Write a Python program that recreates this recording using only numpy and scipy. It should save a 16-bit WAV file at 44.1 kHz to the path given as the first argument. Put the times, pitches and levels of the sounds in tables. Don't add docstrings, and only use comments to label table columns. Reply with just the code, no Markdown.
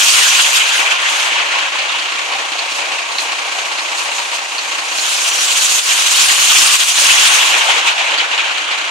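import sys
import numpy as np
from scipy import signal
from scipy.fft import rfft, irfft, next_fast_len
from scipy.io import wavfile
from scipy.ndimage import uniform_filter1d

SR = 44100
rng = np.random.default_rng(int(sys.argv[2]) if len(sys.argv) > 2 else 0)


def digitize_waveform(pressure):
    field = np.atleast_2d(pressure).T
    bounded = np.clip(field, -1, 1)
    quanta = np.round(bounded * 32767).astype(np.int16)
    wavfile.write(sys.argv[1], SR, quanta)


N = 392490
TIME = np.arange(N) / SR
SIZE = next_fast_len(N + 4096)
BINS = np.fft.rfftfreq(SIZE, 1 / SR)


# (time abreast [s], speed [m/s], base spray [dB], base roar [dB], wake peak [dB], wake delay [s])
CAR_PASSES = [(0, 4.7, -11, -14, -20.5, 1.12), (6.92, 4.87, -10.5, -13.5, -18.5, 0.78)]
# (time [s], half width [s], spray level [dB])
SPLASHES = [(.77, 0.056, -17.5), (1.2, 0.12, -21), (2.76, 0.069, -26.5), (3.21, 0.07, -25),
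            (3.55, 0.13, -30), (4.01, .07, -24.5), (4.17, .05, -28), (4.36, 0.037, -26.5)]


def traffic():
    metres, *levels_db = zip(*(drive_by(*car) for car in CAR_PASSES))
    power = np.sum(from_db(levels_db) ** 2, axis=1)
    splash = bumps([(s, width, from_db(db)) for s, width, db in SPLASHES], TIME)
    power[0] += splash ** 2
    return np.min(metres, axis=0), *(10 * np.log10(power))


LANE_M = 4.54
FLOOD_START_M, FLOOD_END_M, FLOOD_EDGE_M = 23.4, 9.5, 0.12
BOW_WAVE_DB, WADING_SPRAY_DB, WADING_ROAR_DB = -24.5, -7, -17
SHALLOWS_M, SHALLOWS_DB_PER_M = 14, 0.7
WAKE_RISE_DB_PER_S, WAKE_HOLD_S, WAKE_FALL_DB_PER_S = 10, 0.39, 15


def drive_by(abreast_s, speed, spray_db, roar_db, wake_db, wake_delay_s):
    place = speed * (TIME - abreast_s)
    metres = np.hypot(LANE_M, place)
    spread_db = 20 * np.log10(LANE_M / metres)
    wading = beyond(-FLOOD_END_M - place, FLOOD_EDGE_M)

    bow_wave_db = BOW_WAVE_DB - SHALLOWS_DB_PER_M * past(place + SHALLOWS_M)
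    bow_wave = beyond(place + FLOOD_START_M, FLOOD_EDGE_M) * from_db(bow_wave_db)
    age = TIME - abreast_s - wake_delay_s
    wake_fade_db = WAKE_RISE_DB_PER_S * past(-age) + WAKE_FALL_DB_PER_S * past(age - WAKE_HOLD_S)
    wake = from_db(wake_db - wake_fade_db)

    return (metres,
            spray_db + spread_db + spray_level(place) + WADING_SPRAY_DB * wading,
            roar_db + spread_db + roar_level(place) + WADING_ROAR_DB * wading,
            20 * np.log10(np.hypot(bow_wave, wake)))


SPRAY_BEHIND_M, SPRAY_EDGE_M, SPRAY_BEHIND_DB, SPRAY_DB_PER_M = 2.8, 0.54, -7.5, 2.5
SOAKED_M, SOAKED_HALF_M, SOAKED_DB = 6.1, 1.06, 2.5


def spray_level(place):
    behind = place - SPRAY_BEHIND_M
    soaked_db = bumps([(-SOAKED_M, SOAKED_HALF_M, SOAKED_DB)], place)
    return soaked_db + SPRAY_BEHIND_DB * beyond(behind, SPRAY_EDGE_M) - SPRAY_DB_PER_M * past(behind)


ROAR_AHEAD_DB, ROAR_SIDE_DB, ROAR_SIDE_M = -4, -4, 0.68
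ROAR_NEAR_M, ROAR_RISE_DB_PER_M, ROAR_GONE_M, ROAR_DB_PER_M = 1.7, .5, 9.35, 5


def roar_level(place):
    ahead_db = ROAR_AHEAD_DB * beyond(-place, ROAR_SIDE_M / 2)
    side_db = bumps([(0, ROAR_SIDE_M, ROAR_SIDE_DB)], place)
    rise_db = -ROAR_RISE_DB_PER_M * past(-place - ROAR_NEAR_M)
    fade_db = -ROAR_DB_PER_M * past(place - ROAR_GONE_M)
    return ahead_db + side_db + rise_db + fade_db


# (frequency [Hz], relative level [dB])
SPRAY_SPECTRUM = [(150, -57), (500, -58), (1100, -3.5), (2200, -7.5), (3300, -0.5), (4200, 1.5),
                  (5200, -0.5), (8000, -1.5), (9800, -3), (10600, -11.5), (12000, -11.5), (15500, -24.5)]


def spray(level_db, metres, drops_db=-6, road_echo=0.029, fine_hz=8500, near_db=-13, fine_fade=0.35):
    mist = churn(patchy_db=2.0, patch_hz=894, patch_s=.04)
    mist = mist + from_db(drops_db) * drops(per_s=1500, spread_db=4.5)
    lag_s = 0.00315 / metres
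    echo = np.array([np.interp(TIME - lag_s, TIME, side) for side in mist])
    hiss = at_ports(mist + road_echo * echo, over_hz(SPRAY_SPECTRUM)[0], left_db=4.5)
    high_pass = signal.butter(3, fine_hz, "high", fs=SR, output="sos")
    fine = signal.sosfiltfilt(high_pass, hiss)
    hiss = hiss - fine + fine * from_db(fine_fade * (level_db - near_db))
    return from_db(level_db + 1.13 * wander(rate_hz=28)) * hiss


# (frequency [Hz], relative level [dB])
ROAR_SPECTRUM = [(130, -69), (300, -43), (800, -11), (1400, -1.5), (2000, -1.5), (2550, -2.5), (3300, -1.5),
                 (4800, -16), (8000, -22), (15000, -78)]


def roar(level_db, spray_db, horn_db=-5.0, horn_hz=3350, horn_width_hz=700):
    tread = churn(patchy_db=2.5, patch_hz=500, patch_s=.03)
    rush = from_db(level_db) * at_ports(tread, over_hz(ROAR_SPECTRUM)[0], left_db=-0.4)
    squeeze = churn(patchy_db=3.0, patch_hz=600, patch_s=.02)
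    wedge = at_ports(squeeze, resonance(horn_hz, horn_width_hz), left_db=5.5)
    horn = from_db((level_db + spray_db) / 2 + horn_db) * wedge
    return (rush + horn) * from_db(1.9 * wander(rate_hz=25))


# (frequency [Hz], relative level [dB])
SLOSH_SPECTRUM = [(100, -61), (190, -44), (320, -10.5), (420, -12), (580, -4), (950, 4), (1400, -3.5),
                  (2500, 2), (6000, -12), (15000, -48)]


def slosh(level_db, bubbles_db=-11, cycles=10):
    bubbles = np.zeros((2, N))
    age = np.arange(2048) / SR
    for hz in np.geomspace(450, 2200, num=10):
        ring = np.sin(2 * np.pi * hz * age * (1 + 3 * age))
        bubble = ring * np.exp(-2 * age * hz / cycles)
        births = drops(per_s=25, spread_db=2.0)
        bubbles += unit(signal.oaconvolve(births, bubble[None], axes=1)[:, :N])
    water = churn(patchy_db=-0.5, patch_hz=281, patch_s=0.11) + from_db(bubbles_db) * unit(bubbles)
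    wash = at_ports(water, over_hz(SLOSH_SPECTRUM)[0], left_db=1.5)
    return from_db(level_db + 2.2 * wander(rate_hz=15)) * wash


# (time [s], frequency [Hz], level [dB])
WHISTLE_GLIDE = [(5.2, 6270, -47), (5.27, 6000, -22), (5.42, 5670, -28), (5.5, 5460, -43)]


def whistle(width_hz=80):
    hz, level_db = over_time(WHISTLE_GLIDE)
    angle = 2 * np.pi * np.cumsum(hz) / SR
    tone = wander(width_hz) * np.cos(angle) + wander(width_hz) * np.sin(angle)
    sounding = (TIME > WHISTLE_GLIDE[0][0]) * (TIME < WHISTLE_GLIDE[-1][0])
    return tone * from_db(level_db) * sounding


CYCLE_HZ, FIRST_FIRING_S = 5.006, .185
# (frequency [Hz], relative level [dB])
DIESEL_SPECTRUM = [(40, -52), (110, -45), (175, -35.5), (265, -11), (335, -5), (420, -7.5), (700, 3),
                   (1100, 5.5), (3400, 3), (4300, 3), (5000, -4.5), (7500, -8.5), (10000, -15),
                   (15500, -42)]
CYLINDER_CLATTER = [3, -1, 0, -2, 2, -.5]


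def diesel(level_db=-21.0, steady=0.78, alike=0.51):
    period = round(SR / CYCLE_HZ)
    repeated = rng.standard_normal((2, period))[:, np.arange(N) % period]
    fresh = rng.standard_normal((2, N))
    rattle = np.sqrt(alike) * repeated + np.sqrt(1 - alike) * fresh
    blows = firings(CYLINDER_CLATTER, rise_s=0.0046, decay_s=0.019)
    clatter = rattle * np.sqrt(steady ** 2 + blows ** 2)
    return from_db(level_db) * at_ports(clatter, over_hz(DIESEL_SPECTRUM)[0], left_db=0.2)


def firings(levels_db, rise_s, decay_s):
    count = len(levels_db)
    turn = (TIME - FIRST_FIRING_S) * CYCLE_HZ
    envelope = np.zeros(N)
    for k, level_db in enumerate(levels_db):
        cycle, part = np.divmod(turn - k / count, 1)
        age = part / CYCLE_HZ
        uneven_db = 0.61 * rng.standard_normal(size=64)[cycle.astype(int)]
        blow = (1 - np.exp(-age / rise_s)) * np.exp(-age / decay_s)
        envelope += from_db(level_db + uneven_db) * blow
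    return unit(envelope)


CHIRP_LAG_S, CHIRP_S, CHIRP_DB, CHIRP_SPREAD_DB = .011, .014, -26.5, 2
SOFT_LEAD_S, SOFT_DB = .064, -29
# (time [s], level [dB])
HARD_CHIRPS = [(1.2, -21), (1.8, -23), (2.6, -19.5), (3, -21.5), (3.2, -16.5), (3.8, -21), (4.2, -21),
               (4.6, -22.5), (5, -20), (8.2, -18)]


def chirps(ring_hz=4270, width_hz=370, rough_db=5.5):
    turn = (TIME - FIRST_FIRING_S - CHIRP_LAG_S) * CYCLE_HZ
    cycle = np.round(turn).astype(int)
    level_db = CHIRP_DB + CHIRP_SPREAD_DB * rng.standard_normal(size=64)
    for s, db in HARD_CHIRPS:
        level_db[cycle[round(s * SR)]] = db
    age = (turn - cycle) / CYCLE_HZ
    main = (0, CHIRP_S, from_db(level_db[cycle]))
    soft = (-SOFT_LEAD_S, CHIRP_S, from_db(SOFT_DB))
    envelope = bumps([main, soft], age)
    slips = from_db(rough_db * wander(rate_hz=170)) * rng.standard_normal((2, N))
    return envelope * at_ports(slips, resonance(ring_hz, width_hz), left_db=1.0)


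# (multiple of the firing rate [1], level [dB])
ENGINE_HARMONICS = [(15, -52), (19, -47), (37, -47), (38, -47)]


def engine_tones(waver=0.12):
    angle = 2 * np.pi * CYCLE_HZ * len(CYLINDER_CLATTER) * TIME
    tones = np.zeros(N)
    for multiple, db in ENGINE_HARMONICS:
        tones += from_db(db) * unit(np.sin(multiple * angle + waver * wander(rate_hz=6.7)))
    return tones


# (frequency [Hz], half width [Hz], gain [dB])
CASE_RESONANCES = [(1073, 79, 2.5), (1504, 190, 1.5), (2450, 57, 0.5), (2690, 570, 5), (6670, 950, 5)]
# (frequency [Hz], coherence [0-1], phase by which left leads [rad])
PORT_COHERENCE = [(100, .8, 0), (340, .96, 0), (540, .8, -.5), (770, .75, -.1), (1100, .3, -1.1),
                  (1480, .35, -3.1), (1750, .2, -2.5), (2020, .2, -3), (2350, .45, -.2), (2900, .48, 0),
                  (4200, .22, 0), (6800, .35, 0), (9800, .25, 0), (14000, .15, 0)]
# (frequency [Hz], left minus right [dB])
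PORT_BALANCE = [(150, -2.5), (770, 1), (1170, 2), (2000, 5), (2900, -1), (4200, -4.5), (6800, -10),
                (9800, 1), (14000, -11.5)]


def at_ports(pair, spectrum_db, left_db):
    coherence, phase = over_hz(PORT_COHERENCE)
    left, other = rfft(pair, SIZE)
    right = (coherence * left + np.sqrt(1 - coherence ** 2) * other) * np.exp(-1j * phase)
    balance_db = over_hz(PORT_BALANCE)[0] + left_db
    balance = from_db(np.array([balance_db, -balance_db]) / 2)
    balance /= np.sqrt(np.mean(balance ** 2, axis=0))
    colour = from_db(spectrum_db + bumps(CASE_RESONANCES, BINS))
    return unit(irfft(np.array([left, right]) * balance * colour, SIZE)[:, :N])


def churn(patchy_db, patch_hz, patch_s):
    z = signal.stft(rng.standard_normal((2, N)), nperseg=512)[2]
    field = rng.standard_normal(z.shape[1:])
    field = uniform_filter1d(field, max(1, round(patch_hz * 512 / SR)), axis=0)
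    field = uniform_filter1d(field, max(1, round(patch_s * SR / 256)), axis=1)
    patches = z * from_db(patchy_db * unit(field))
    return unit(signal.istft(patches, nperseg=512)[1][:, :N])


def drops(per_s, spread_db):
    size = from_db(spread_db * np.minimum(rng.exponential(1, (2, N)), 4))
    sign = rng.choice([-1, 1], (2, N))
    hits = rng.random((2, N)) < per_s / SR
    return unit(size * sign * hits)


def wander(rate_hz):
    smooth = rfft(rng.standard_normal(SIZE)) / (1 + (BINS / rate_hz) ** 4)
    return unit(irfft(smooth, SIZE)[:N])


def resonance(centre_hz, width_hz):
    detuning = (BINS ** 2 - centre_hz ** 2) / (2 * width_hz * (BINS + 1))
    return -20 * np.log10(1 + detuning ** 2)


def bumps(rows, axis):
    return sum(height * np.exp(-np.minimum(((axis - centre) / width) ** 2, 20)) for centre, width, height in rows)


def beyond(metres, edge_m):
    return (1 + np.tanh(metres / (2 * edge_m))) / 2


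def past(amount):
    return np.maximum(amount, 0)


def over_time(rows):
    s, *columns = np.transpose(rows)
    return [np.interp(TIME, s, c) for c in columns]


def over_hz(rows):
    hz, *columns = np.transpose(rows)
    return [np.interp(np.log(BINS + 1), np.log(hz), c) for c in columns]


def from_db(db):
    return 10 ** (np.asarray(db) / 20)


def unit(x):
    return x / np.sqrt(np.mean(x ** 2) + 1e-20)


# (time [s], half width [s], height [dB])
TYRE_SURGES = [(.57, 0.024, 5.5), (.915, 0.013, 4.5), (1.09, 0.023, 3.5), (6.22, 0.089, 1.5),
               (6.56, 0.11, 2), (7.33, 0.072, 0.8), (7.705, 0.017, 3), (7.785, .011, 4.5),
               (7.885, 0.026, 5), (8.4, 0.013, 4)]
# (time [s], half width [s], depth [dB])
LEVEL_DIPS = [(.66, 0.087, 1), (.98, 0.023, 3.5), (1.71, 0.02, 3.4), (3.05, 0.049, 2.5), (4.48, 0.12, 2),
              (5.83, 0.029, 7), (6.78, 0.017, 6.5), (6.855, 0.029, 6.5), (6.935, 0.023, 5.5),
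              (7.83, .025, 2), (7.95, 0.032, 3.3), (8.28, 0.022, 2.5)]


def scene():
    metres, spray_db, roar_db, slosh_db = traffic()
    tyres = spray(spray_db, metres) + roar(roar_db, spray_db)
    tyres = tyres * from_db(bumps(TYRE_SURGES, TIME))
    cars = tyres + slosh(slosh_db) + whistle()
    fire_engine = diesel() + chirps() + engine_tones()
    return (cars + fire_engine) * from_db(-bumps(LEVEL_DIPS, TIME))


WIDEN_LAG_S, WIDEN_ECHO = .002012, .42
CUTOFF_HZ = 15800


def record(dry, ceiling=0.96):
    mid, side = (dry[0] + dry[1]) / 2, (dry[0] - dry[1]) / 2
    late = np.pad(side, (round(WIDEN_LAG_S * SR), 0))[:N]
    side = (side + WIDEN_ECHO * late) / np.hypot(1, WIDEN_ECHO)
    clipped = np.clip([mid + side, mid - side], -ceiling, ceiling)
    low_pass = signal.firwin(511, CUTOFF_HZ, window=("kaiser", 8), fs=SR)
    return signal.oaconvolve(clipped, low_pass[None], "same", axes=1)


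dry = scene()
out = record(dry)
digitize_waveform(out)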